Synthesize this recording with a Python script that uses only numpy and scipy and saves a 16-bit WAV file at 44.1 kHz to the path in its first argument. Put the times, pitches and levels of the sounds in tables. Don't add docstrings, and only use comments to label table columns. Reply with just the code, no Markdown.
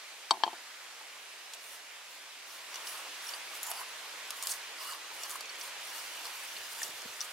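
import sys
import numpy as np
from scipy import signal
from scipy.io import wavfile
from scipy.ndimage import uniform_filter1d

SR = 44100
rng = np.random.default_rng(int(sys.argv[2]) if len(sys.argv) > 2 else 0)


def unload_wav(signal):
    wavfile.write(
        sys.argv[1],
        SR,
        np.round(np.clip(np.atleast_2d(signal).T, -1, 1) * 32767).astype(np.int16),
    )


N = 322840

# pitch_hz, level_db (relative), t60_s (at damping 1)
STEEL = [(686, 11.5, 0.024), (880, 3, 0.021), (1100, -3, 0.079), (1215, 15.5, 0.024), (1750, -15, .03),
         (2920, 0.5, 0.056), (3520, 7.5, 0.049), (4520, 6.5, 0.034), (5050, 11, 0.015), (5735, 7, 0.023),
         (6440, 9.5, 0.011), (7160, -1.5, 0.064), (7800, -2.5, 0.024), (8930, -15, 0.022),
         (9300, -2, 0.046), (10200, -5, 0.0087), (11700, -29, 0.005), (13600, 7, 0.0055),
         (14800, -5, 0.0057)]
RUB_DAMPING = 1.7
SPOON_HZ = 2860
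PLUCKS_PER_S = 14000


def rasp():
    edge_gain, belly_gain, ring_gain, edge_hz, pocket_hz = strokes()
    strength = amp(0.69 * np.minimum(rng.exponential(1, (2, N)), 4))
    plucks = rng.standard_normal((2, N)) * strength * (rng.random((2, N)) < PLUCKS_PER_S / SR)
    plucks[1] = 0.84 * plucks[0] + 0.8 * plucks[1]
    slip = amp(1.4 * evened(uniform_filter1d(rng.standard_normal(N), size=500)))

    edge = np.zeros((2, N))
    for (hz, _, _), mode in zip(STEEL, ring(STEEL, 0, RUB_DAMPING, size=2500)):
        rung = signal.oaconvolve(plucks, mode[None], axes=1)[:, :N]
        edge += rung * amp(near(hz, np.maximum(edge_hz, 6800), 0.97) + wetted())
    snaps = bandpass(plucks, 4500, 12500, order=2)
    grit = evened(snaps) + 0.15 * evened(resonate(resonate(evened(snaps) * 0 + snaps, edge_hz, 3000), edge_hz, 3500))
    edge = evened(evened(edge) + evened(grit))

    pocket = resonate(resonate(plucks, pocket_hz, 260), pocket_hz, 500)
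    belly = evened(pocket + 0.5 * resonate(plucks, 1.4 * pocket_hz, 280))
    spoon = resonate(resonate(plucks, SPOON_HZ, 110), SPOON_HZ, 300)
    spoon = evened(spoon * amp(wetted()))
    touching = np.arange(N) / SR > RESTING[0][0]
    return touching * slip * (edge_gain * edge + belly_gain * belly + ring_gain * spoon)


# start_s, length_s, edge_rasp_db, edge_change_db (over the stroke),
# belly_rub_db (at the end of the stroke), spoon_ring_db, rasp_centre_hz, pocket_hz (hollow under the spoon)
STROKES = [(1.548, .01, -52, -15, -63, -64, 8100, 1070), (1.63, 0.13, -54, 3, -78, -64, 8900, 900),
           (2.108, 0.063, -56.5, -2, -67, -70, 6000, 1000), (2.49, 0.15, -50, -12, -54.5, -74, 7150, 1030),
           (2.753, .02, -49, -6, -58, -62, 5900, 1150), (2.868, 0.14, -45, -7.5, -53.5, -65, 10300, 1210),
           (3.244, 0.12, -46.5, -4, -48.5, -71, 7400, 1020), (3.55, .025, -50, 1, -53, -74, 10900, 835),
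           (3.634, 0.097, -46, -1.5, -43.5, -62, 11100, 990),
           (3.749, 0.072, -49.5, 2, -44, -68, 11000, 1030), (4.315, .008, -51, -10, -52, -74, 8900, 1030),
           (4.37, 0.03, -49, -6, -61, -69, 9900, 900), (4.424, 0.042, -45.5, -2, -50, -56, 8300, 1100),
           (4.502, 0.044, -36, -7.5, -56, -56, 8800, 1080), (4.806, .14, -46, -1, -44, -52, 8400, 1110),
           (5.135, 0.087, -52, -3, -51, -64, 10000, 1010), (5.23, 0.037, -44, -6, -48.5, -54, 5900, 1170),
           (5.292, 0.065, -45, -0.5, -46, -66, 10200, 1120),
           (5.603, 0.086, -46.5, -2.5, -52, -74, 8300, 1060), (5.815, 0.14, -51, 2, -69, -76, 7740, 950),
           (5.954, 0.062, -46.5, -1.5, -54, -56, 7400, 940), (6.252, 0.02, -47, -7, -50.5, -65, 5800, 900),
           (6.71, 0.086, -46.5, -4, -51, -58, 10000, 915), (6.82, 0.053, -44.5, -0.5, -53, -64, 7600, 650),
           (7.21, 0.036, -50.5, 2, -52, -63, 7140, 1230)]
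# time_s, edge_rasp_db, belly_rub_db
RESTING = [(1.45, -78, -73), (2.6, -71, -70), (2.8, -58, -58), (3.5, -60, -65), (3.97, -60.5, -61),
           (4.6, -62, -59), (5.4, -75, -67), (5.8, -64, -75), (6.1, -52, -66), (6.4, -49.5, -57),
           (6.65, -51.5, -79), (7.32, -54.5, -77)]
RESTING_HZ, RESTING_POCKET_HZ = 7300, 1020
RISE_DB_PER_S, FALL_DB_PER_S = 380, 404
ARCH_DB_PER_S = 22
HEAP_DB = 9
POCKET_WANDER = 0.06


def strokes():
    t = np.arange(0, N + 64, 64) / SR
    rest_s, rest_edge_db, rest_belly_db = np.transpose(RESTING)
    start, length, edge, change, belly, ring_db, edge_hz, pocket_hz = np.transpose(STROKES)[:, :, None]
    done = np.clip((t - start) / np.maximum(length, 1e-3), 0, 1)
    rise = -RISE_DB_PER_S * np.maximum(start - t, 0)
    fall = -FALL_DB_PER_S * np.maximum(t - start - length, 0)
    shape = rise + fall - ARCH_DB_PER_S * length * (2 * done - 1) ** 2

    edges = np.vstack([amp(edge + change * done + shape), amp(np.interp(t, rest_s, rest_edge_db))]) ** 2
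    belly_db = belly + HEAP_DB * (done - 1) + shape
    bellies = np.vstack([amp(belly_db), amp(np.interp(t, rest_s, rest_belly_db))]) ** 2
    drift = 1 + POCKET_WANDER * evened(uniform_filter1d(rng.standard_normal(len(t)), size=20))
    controls = (np.sqrt(edges.sum(0)), np.sqrt(bellies.sum(0)), amp(ring_db + shape).sum(0),
                np.append(edge_hz, RESTING_HZ) @ edges / edges.sum(0),
                np.append(pocket_hz, RESTING_POCKET_HZ) @ bellies / bellies.sum(0) * drift)
    return [np.interp(np.arange(N) / SR, t, c) for c in controls]


SMOTHER_DB = 4.0


def wetted():
    steps = rng.standard_normal(N // 1300 + 2)
    return SMOTHER_DB * np.interp(np.arange(N) / 1300, np.arange(len(steps)), steps)


# start_s, length_s, level_db, first_pitch_hz, last_pitch_hz,
# width_hz (of the first of two resonances; the second is twice as wide)
SINGING = [(1.62, .17, -63, 8900, 10400, 900), (2.855, .06, -52.5, 10700, 10000, 900),
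           (2.91, .09, -60, 9900, 9200, 700), (3.225, 0.078, -57, 10500, 10200, 900),
           (3.27, 0.035, -55, 9200, 9000, 500), (3.33, 0.036, -55, 10800, 9300, 900),
           (3.625, 0.097, -51, 7200, 7000, 450), (3.695, 0.028, -42.5, 12500, 9900, 1500),
           (3.735, .1, -56, 10000, 10900, 900), (3.755, 0.046, -54, 4750, 4600, 250),
           (4.495, .035, -38, 9100, 8600, 900), (4.51, .016, -39, 7240, 5000, 600),
           (4.492, .06, -54, 4400, 4500, 300), (4.78, .062, -55, 5100, 5050, 180),
           (4.82, .075, -56, 4500, 4350, 200), (5.175, .06, -59, 11400, 9350, 800),
           (5.615, 0.088, -59, 10700, 8850, 900), (6.785, .035, -50, 7800, 6900, 800)]


def singing():
    out = np.zeros((2, N))
    for row, noise in zip(SINGING, rng.standard_normal((len(SINGING), 12000))):
        s, length, db, first_hz, last_hz, width = row
        done = np.linspace(0, 1, min(round(length * SR), 12000))
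        hz = first_hz + (last_hz - first_hz) * done
        grip = amp(2.0 * evened(uniform_filter1d(noise[::-1], size=250)))[:len(done)]
        band = evened(resonate(resonate(noise[:len(done)], hz, width), hz, 2 * width))
        add(out, s, amp(db) * np.sin(np.pi * done) ** 0.51 * grip * band, -1.5)
    return out


# start_s, level_db, main_pitch_hz, second_pitch_hz, bare_crack_share (0-1),
# dull_body_db (modes up to 4 kHz), left_minus_right_db
TICKS = [(1.536, -27.5, 7040, 3210, 0.65, -25, 1), (2.7424, -30.5, 5800, 2880, 0.26, -16, 0),
         (2.757, -30, 5940, 2880, 0.4, -22, 2), (2.8716, -26, 2900, 5580, 0.54, -29, 0),
         (3.268, -34, 5640, 9000, 0.2, -20, 2), (3.289, -31, 5570, 2930, 0.15, -21, -1),
         (3.336, -28.5, 4600, 2920, 0.2, -16, -1), (3.552, -33, 8800, 11300, .74, -17, -4),
         (3.6312, -20.5, 11400, 7240, 0.85, -27, 4), (3.6364, -24, 11000, 7100, 1, -25, -3),
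         (3.6505, -35, 11500, 7140, 0.7, -24, 0), (3.6664, -28.5, 7200, 9500, 0.55, -25, 0),
         (3.677, -31, 13500, 7300, 0.8, -24, 0), (3.7143, -26, 10800, 9600, 0.5, -15, -2),
         (3.772, -40, 4700, 10500, .2, -18, 0), (3.797, -35, 4370, 5550, 0.5, -13, -1),
         (4.3061, -21, 5300, 8900, 0.56, -8, 0), (4.3062, -26.5, 1240, 3960, .6, -6, 0),
         (4.4258, -22.5, 6830, 9200, 0.66, -13, -2), (4.4355, -25, 6800, 8800, 0.6, -19, 6),
         (4.458, -29, 9600, 11000, 0.6, -14, -3), (4.471, -17.5, 5060, 8800, 0.68, -22, 2),
         (4.4828, -36, 8500, 13500, .73, -24, -4), (4.494, -24, 4450, 6000, 0.9, -29, 4),
         (4.519, -29, 4970, 8900, .77, -24, 5), (4.537, -30, 4480, 6500, 0.6, -24, 2),
         (4.7852, -37, 4630, 5030, 0.26, -10, -4), (4.821, -38, 5030, 4500, .2, -13, -2),
         (4.908, -40, 4500, 4200, 0.1, -20, 0), (4.9222, -34, 7700, 7100, 0.3, -22, 1),
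         (4.934, -36, 4810, 3900, 0.3, -20, 0), (5.2345, -27.5, 5710, 7800, 0.37, -20, 1),
         (5.2954, -30, 6800, 8790, .68, -22, 0), (5.306, -28, 6960, 10800, 0.7, -19, 0),
         (5.3127, -27.5, 8050, 10460, 0.6, -21, 2), (5.322, -33, 6500, 12000, .6, -24, 0),
         (5.408, -29, 4580, 7900, 0.61, -10, -1), (5.457, -36, 5800, 4430, 0.6, -19, -1),
         (5.493, -34.5, 4420, 5660, 0, -22, -3), (5.612, -29, 5630, 4600, 0.5, -24, 1),
         (5.556, -40, 7200, 9500, .7, -24, 0), (5.9817, -36, 6000, 7890, 0.4, -17, 3),
         (6.2535, -28.5, 5150, 4240, .26, -11, -1), (6.565, -33, 2990, 4390, 0.3, -28, -1),
         (6.8185, -31, 7200, 9310, .64, -18, 2), (6.8313, -19.5, 5740, 6600, 0.4, -26, 1),
         (6.8318, -38, 12000, 9300, 0.4, -32, 0), (6.8804, -31, 9500, 5700, .88, -21, 0),
         (7.019, -32, 5100, 6560, .72, -24, -1), (7.2064, -23, 5780, 5150, 0.43, -30, 6),
         (7.2068, -35, 3570, 5200, .2, -30, 2), (7.2134, -23, 5880, 5100, 0.43, -24, 1)]
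SECOND_DB = -3.5
TICK_DAMPING = 1.39
BODY_DAMPING = 1.25


def ticks():
    out, steel, t = np.zeros((2, N)), np.array(STEEL), np.arange(2500) / SR
    hz = steel[:, :1]
    damping = TICK_DAMPING * np.where(hz > 2000, 1, BODY_DAMPING)
    for row, noise in zip(TICKS, rng.standard_normal((len(TICKS), 2500))):
        s, db, first_hz, second_hz, bare, body_db, pan_db = row
        pulled, weight_db = steel.copy(), np.where(hz > 4000, -17.0, body_db)
        for centre_hz, level_db in ((second_hz, SECOND_DB), (first_hz, 0)):
            nearest = np.argmin(abs(hz - centre_hz))
            pulled[nearest, 0], weight_db[nearest] = centre_hz, level_db
        signs = np.sign(noise[-len(hz):, None])
        rung = (ring(pulled, weight_db, damping, size=2500) * signs).sum(0)

        low_hz = 0.79 * min(first_hz, second_hz)
        high_hz = min(1.35 * max(first_hz, second_hz), 0.45 * SR)
        crack = bandpass(noise, low_hz, high_hz, order=2) * amp(-60 * t / 0.0051)
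        bare = np.clip(bare, 0, 1)
        onset = np.minimum(t / (0.002 * (1.01 - bare)), 1)
        sound = (1 - bare) * rung / abs(rung).max() * onset + bare * crack / abs(crack).max()
        add(out, s, amp(db) * sound / abs(sound).max(), pan_db)
    return out


# pitch_hz, level_db (relative), t60_s (at damping 1), flat_landing_gain_db
POT = [(142, -15, 0.4, -11), (246, -21.5, 0.49, -3), (318, -13.5, 0.19, 1), (383, -3.5, 0.057, 2.5),
       (486, -28, 0.085, -10), (593, -19, .04, -3), (670, -4, 0.12, -6), (720, -8.5, 0.093, 11.5),
       (782, -10, 0.31, -9), (834, -4, 0.068, 8.5), (920, -2, 0.15, 1), (885, 7.5, 0.041, 8),
       (1020, -11.5, 0.3, 4), (1050, -13, 0.091, 2), (1110, 11, 0.031, 0.5), (1335, -14, 0.066, -1),
       (1520, -20, 0.05, -8), (1625, -13.5, 0.059, 15.5), (1980, -25, 0.024, 21.5), (2310, -8, 0.06, -6),
       (3170, 9.5, 0.046, 4.5), (3776, 6.5, 0.05, -16), (4180, 0, 0.022, 12), (4450, 11, 0.044, -5),
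       (4800, 4, 0.021, -15), (5190, 0.5, 0.042, 3), (5600, 6.5, 0.016, -5), (6050, -7, .03, 2),
       (6600, 0, 0.014, -9), (7320, -11.5, 0.016, 6), (7930, 0.5, 0.037, -16), (9200, -13, 0.02, 0),
       (10400, -9, 0.014, 2), (12000, -12, 0.013, 0)]
# start_s, level_db, treble_db, treble_slope_db_per_octave, contact_s, damping (factor),
# flatness (0-1), left_minus_right_db
KNOCKS = [(0.3084, -7, -9, 2, 0.00056, 1.7, 0.02, 4), (0.338, -32.5, -27, -11, 0.0013, 0.49, 0.2, 1),
          (.37, -39, -32, -13, 0.0017, 1.4, 0.1, -1), (.402, -42, -29, -13, 0.0012, 0.67, 0.3, -4),
          (0.4355, -10.5, -4, -5.5, 0.00041, 1.96, 0.87, 5), (0.4649, -28, -20, -13, 0.0016, 4.6, 0.4, 0),
          (0.4766, -23.5, -17, -14, 0.0012, 1.3, 0.86, 3.5), (0.53, -34.5, -23, -12, 0.0017, 1.8, 0.6, 3),
          (1.009, -42.5, -27, -2, 0.0011, 1.3, 0.9, 3)]
TREBLE_FROM_HZ = 2600


def pot():
    out, table, t = np.zeros((2, N)), np.array(POT), np.arange(12000) / SR
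    hz, gained_db = table[:, :1], table[:, 3:]
    high = hz[:, 0] > TREBLE_FROM_HZ
    flip = (-1.) ** np.arange(len(POT))[:, None]
    for row, noise in zip(KNOCKS, rng.standard_normal((len(KNOCKS), 12000))):
        s, db, treble_db, slope_db, contact, damping, flat, pan_db = row
        weight_db = flat * gained_db + high[:, None] * (treble_db + slope_db * np.log2(hz / 3000))
        modes = flip * ring(table[:, :3], weight_db, damping, size=12000)
        blow = signal.windows.hann(max(round(contact * SR), 3) + 2)
        dull = np.convolve(modes[~high].sum(0), blow / blow.sum())[:12000]
        snap = np.diff(noise, prepend=0) * amp(treble_db + 2 * slope_db - 18.0 - 60 * t / 0.011)
        bright = (modes[high].sum(0) + snap) * np.minimum(t / contact, 1)
        sound = np.diff(dull, prepend=0) * SR / (2 * np.pi * 1000) + bright
        add(out, s, amp(db) * sound / abs(sound).max(), pan_db)
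    return out


# start_s, level_db, pitch_hz (at the start)
DROPS = [(3.534, -35, 1150), (5.117, -40, 1000), (5.355, -35.5, 1110), (6.425, -41, 1690),
         (6.817, -30.5, 1800), (7.08, -40.5, 1320)]


def drops():
    out, t = np.zeros((2, N)), np.arange(1500) / SR
    for s, db, hz in DROPS:
        tone = np.sin(2 * np.pi * hz * t * (1 + 0.97 * t))
        add(out, s, tone * amp(db - 60 * t / 0.024) * np.minimum(t / 0.00071, 1), 0)
    return out


# start_s, level_db (relative), pitch_hz
BUMPS = [(6.52, -73, 90), (6.556, -66, 150), (6.595, -67, 100), (6.729, -72, 200), (6.845, -70, 160),
         (6.884, -61, 190), (6.935, -65, 100), (7.051, -53, 256), (7.049, -54, 417), (7.065, -70, 70),
         (7.089, -69, 100)]


def bumps():
    out, t = np.zeros((2, N)), np.arange(4000) / SR
    swell = (t / 0.0033) * np.exp(1 - t / 0.0058)
    for (s, db, hz), noise in zip(BUMPS, rng.standard_normal((len(BUMPS), 4000))):
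        puff = bandpass(noise, 0.74 * hz, 1.5 * hz, order=1)
        soft = 0.32 * np.sin(2 * np.pi * hz * t) + 0.55 * evened(puff)
        add(out, s, amp(db) * soft * swell, 0)
    return out


# time_s, level_db (relative)
HISS = [(0.0, -55), (0.6, -54.5), (2.26, -55.5), (2.55, -54.5), (2.79, -50.5), (4.4, -51), (5.0, -52),
        (6.08, -50), (7.32, -51.5)]
# (relative, per Hz)
HISS_COLOUR = [(15, -74), (25, -56), (108, -30.5), (226, -24), (296, -14.5), (496, -7.5), (651, -5),
               (831, -5), (927, -3.5), (1250, -2.5), (2400, -1), (2980, -2), (6000, -8), (10700, -14.5),
               (13500, -20), (15600, -23.5), (16500, -49)]
# frequency_hz, left_right_likeness (correlation, -1 to 1)
LIKENESS = [(60, 0.56), (130, 0.9), (290, 0.94), (640, 0.91), (1410, 0.68), (3100, 0.48), (6820, 0.12),
            (15000, 0.1)]
# frequency_hz, left_minus_right_db
SIDES = [(60, -0.5), (110, 1), (200, -1), (380, 0), (700, -1.5), (1290, -2), (2380, -2.5), (4400, -0.5),
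         (8120, 0.5), (15000, -3.5)]
HISS_TILT_DB = 0.65
TILT_PER_DB = -0.06
LEFT_LAG_S = 3.0e-5


def hiss():
    frames, hz = N // 256 + 5, np.fft.rfftfreq(1024, 1 / SR)
    a, b, c, d, patches = rng.standard_normal((frames, 513, 5)).T
    patches = uniform_filter1d(uniform_filter1d(patches, size=12, axis=0), size=14, axis=1)
    patches_db = evened(patches)
    s, db = np.transpose(HISS)
    level_db = np.interp(np.arange(frames) * 256 / SR, s, db)
    octaves = np.clip(np.log2(hz / 2500 + 1e-9), -1, 3)[:, None]
    tilt_db = octaves * (HISS_TILT_DB + TILT_PER_DB * (level_db - db[0]))

    same = np.clip(read(LIKENESS, hz), -1, 1)[:, None]
    shared, separate = a + 1j * b, c + 1j * d
    lag = np.exp(-2j * np.pi * LEFT_LAG_S * hz)[:, None]
    z = np.array([shared * lag, same * shared + np.sqrt(1 - same ** 2) * separate])
    z *= amp(read(HISS_COLOUR, hz)[:, None] + patches_db)
    z /= np.sqrt(np.mean(abs(z) ** 2))
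    sides_db = np.array([0.5, -0.5])[:, None, None] * read(SIDES, hz)[:, None]
    z *= amp(level_db + tilt_db + sides_db)
    return amp(-16.0) * signal.istft(z, nperseg=1024, noverlap=768)[1][:, :N]


def nearby(x):
    t = np.arange(4000) / SR
    sparse = rng.choice([-1., 1.], (2, 4000)) * (rng.random((2, 4000)) < 0.05)
    taps = sparse * amp(-60 * t / 0.028) * (t > 0.002)
    return signal.oaconvolve(x, taps / np.linalg.norm(taps[0]), axes=1)[:, :N]


def radiated(x, hz):
    return signal.sosfilt(signal.butter(3, hz, "high", fs=SR, output="sos"), x)


def ring(modes, weight_db, damping, size):
    hz, db, t60 = np.transpose(modes)[:, :, None]
    t = np.arange(size) / SR
    return amp(db + weight_db - 60 * damping * t / t60) * np.sin(2 * np.pi * hz * t)


def resonate(x, hz, width):
    turn = np.exp(2j * np.pi * np.cumsum(hz * np.ones(x.shape[-1])) / SR)
    r = np.exp(-np.pi * width / SR)
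    return 2 * (turn * signal.lfilter([1 - r], [1, -r], x / turn)).real


def bandpass(x, low_hz, high_hz, order):
    return signal.sosfilt(signal.butter(order, [low_hz, high_hz], "band", fs=SR, output="sos"), x)


def near(hz, centre_hz, octaves):
    return -6.0 * (np.log2(hz / centre_hz) / octaves) ** 2


def amp(db):
    return 10 ** (np.asarray(db) / 20)


def evened(x):
    return x / np.sqrt(np.mean(x ** 2) + 1e-20)


def read(points, hz):
    f, value = np.transpose(points)
    return np.interp(np.log(hz + 1), np.log(f + 1), value)


def add(mix, s, sound, pan_db):
    part = mix[:, round(s * SR):][:, :len(sound)]
    part += amp([[pan_db / 2], [-pan_db / 2]]) * sound[:part.shape[1]]


def scene():
    close = radiated(pot(), 246) + radiated(ticks() + drops() + singing(), 440)
    scatter = amp(-5.5) * nearby(radiated(close, 1320))
    return close + scatter + radiated(rasp(), 570) + hiss() + radiated(bumps(), 55)


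EDGE_HZ = 15900


def record(dry):
    lowpass = signal.firwin(511, EDGE_HZ, window=("kaiser", 9), fs=SR)
    return signal.oaconvolve(dry, lowpass[None], "same")


dry = scene()
out = record(dry)
unload_wav(out)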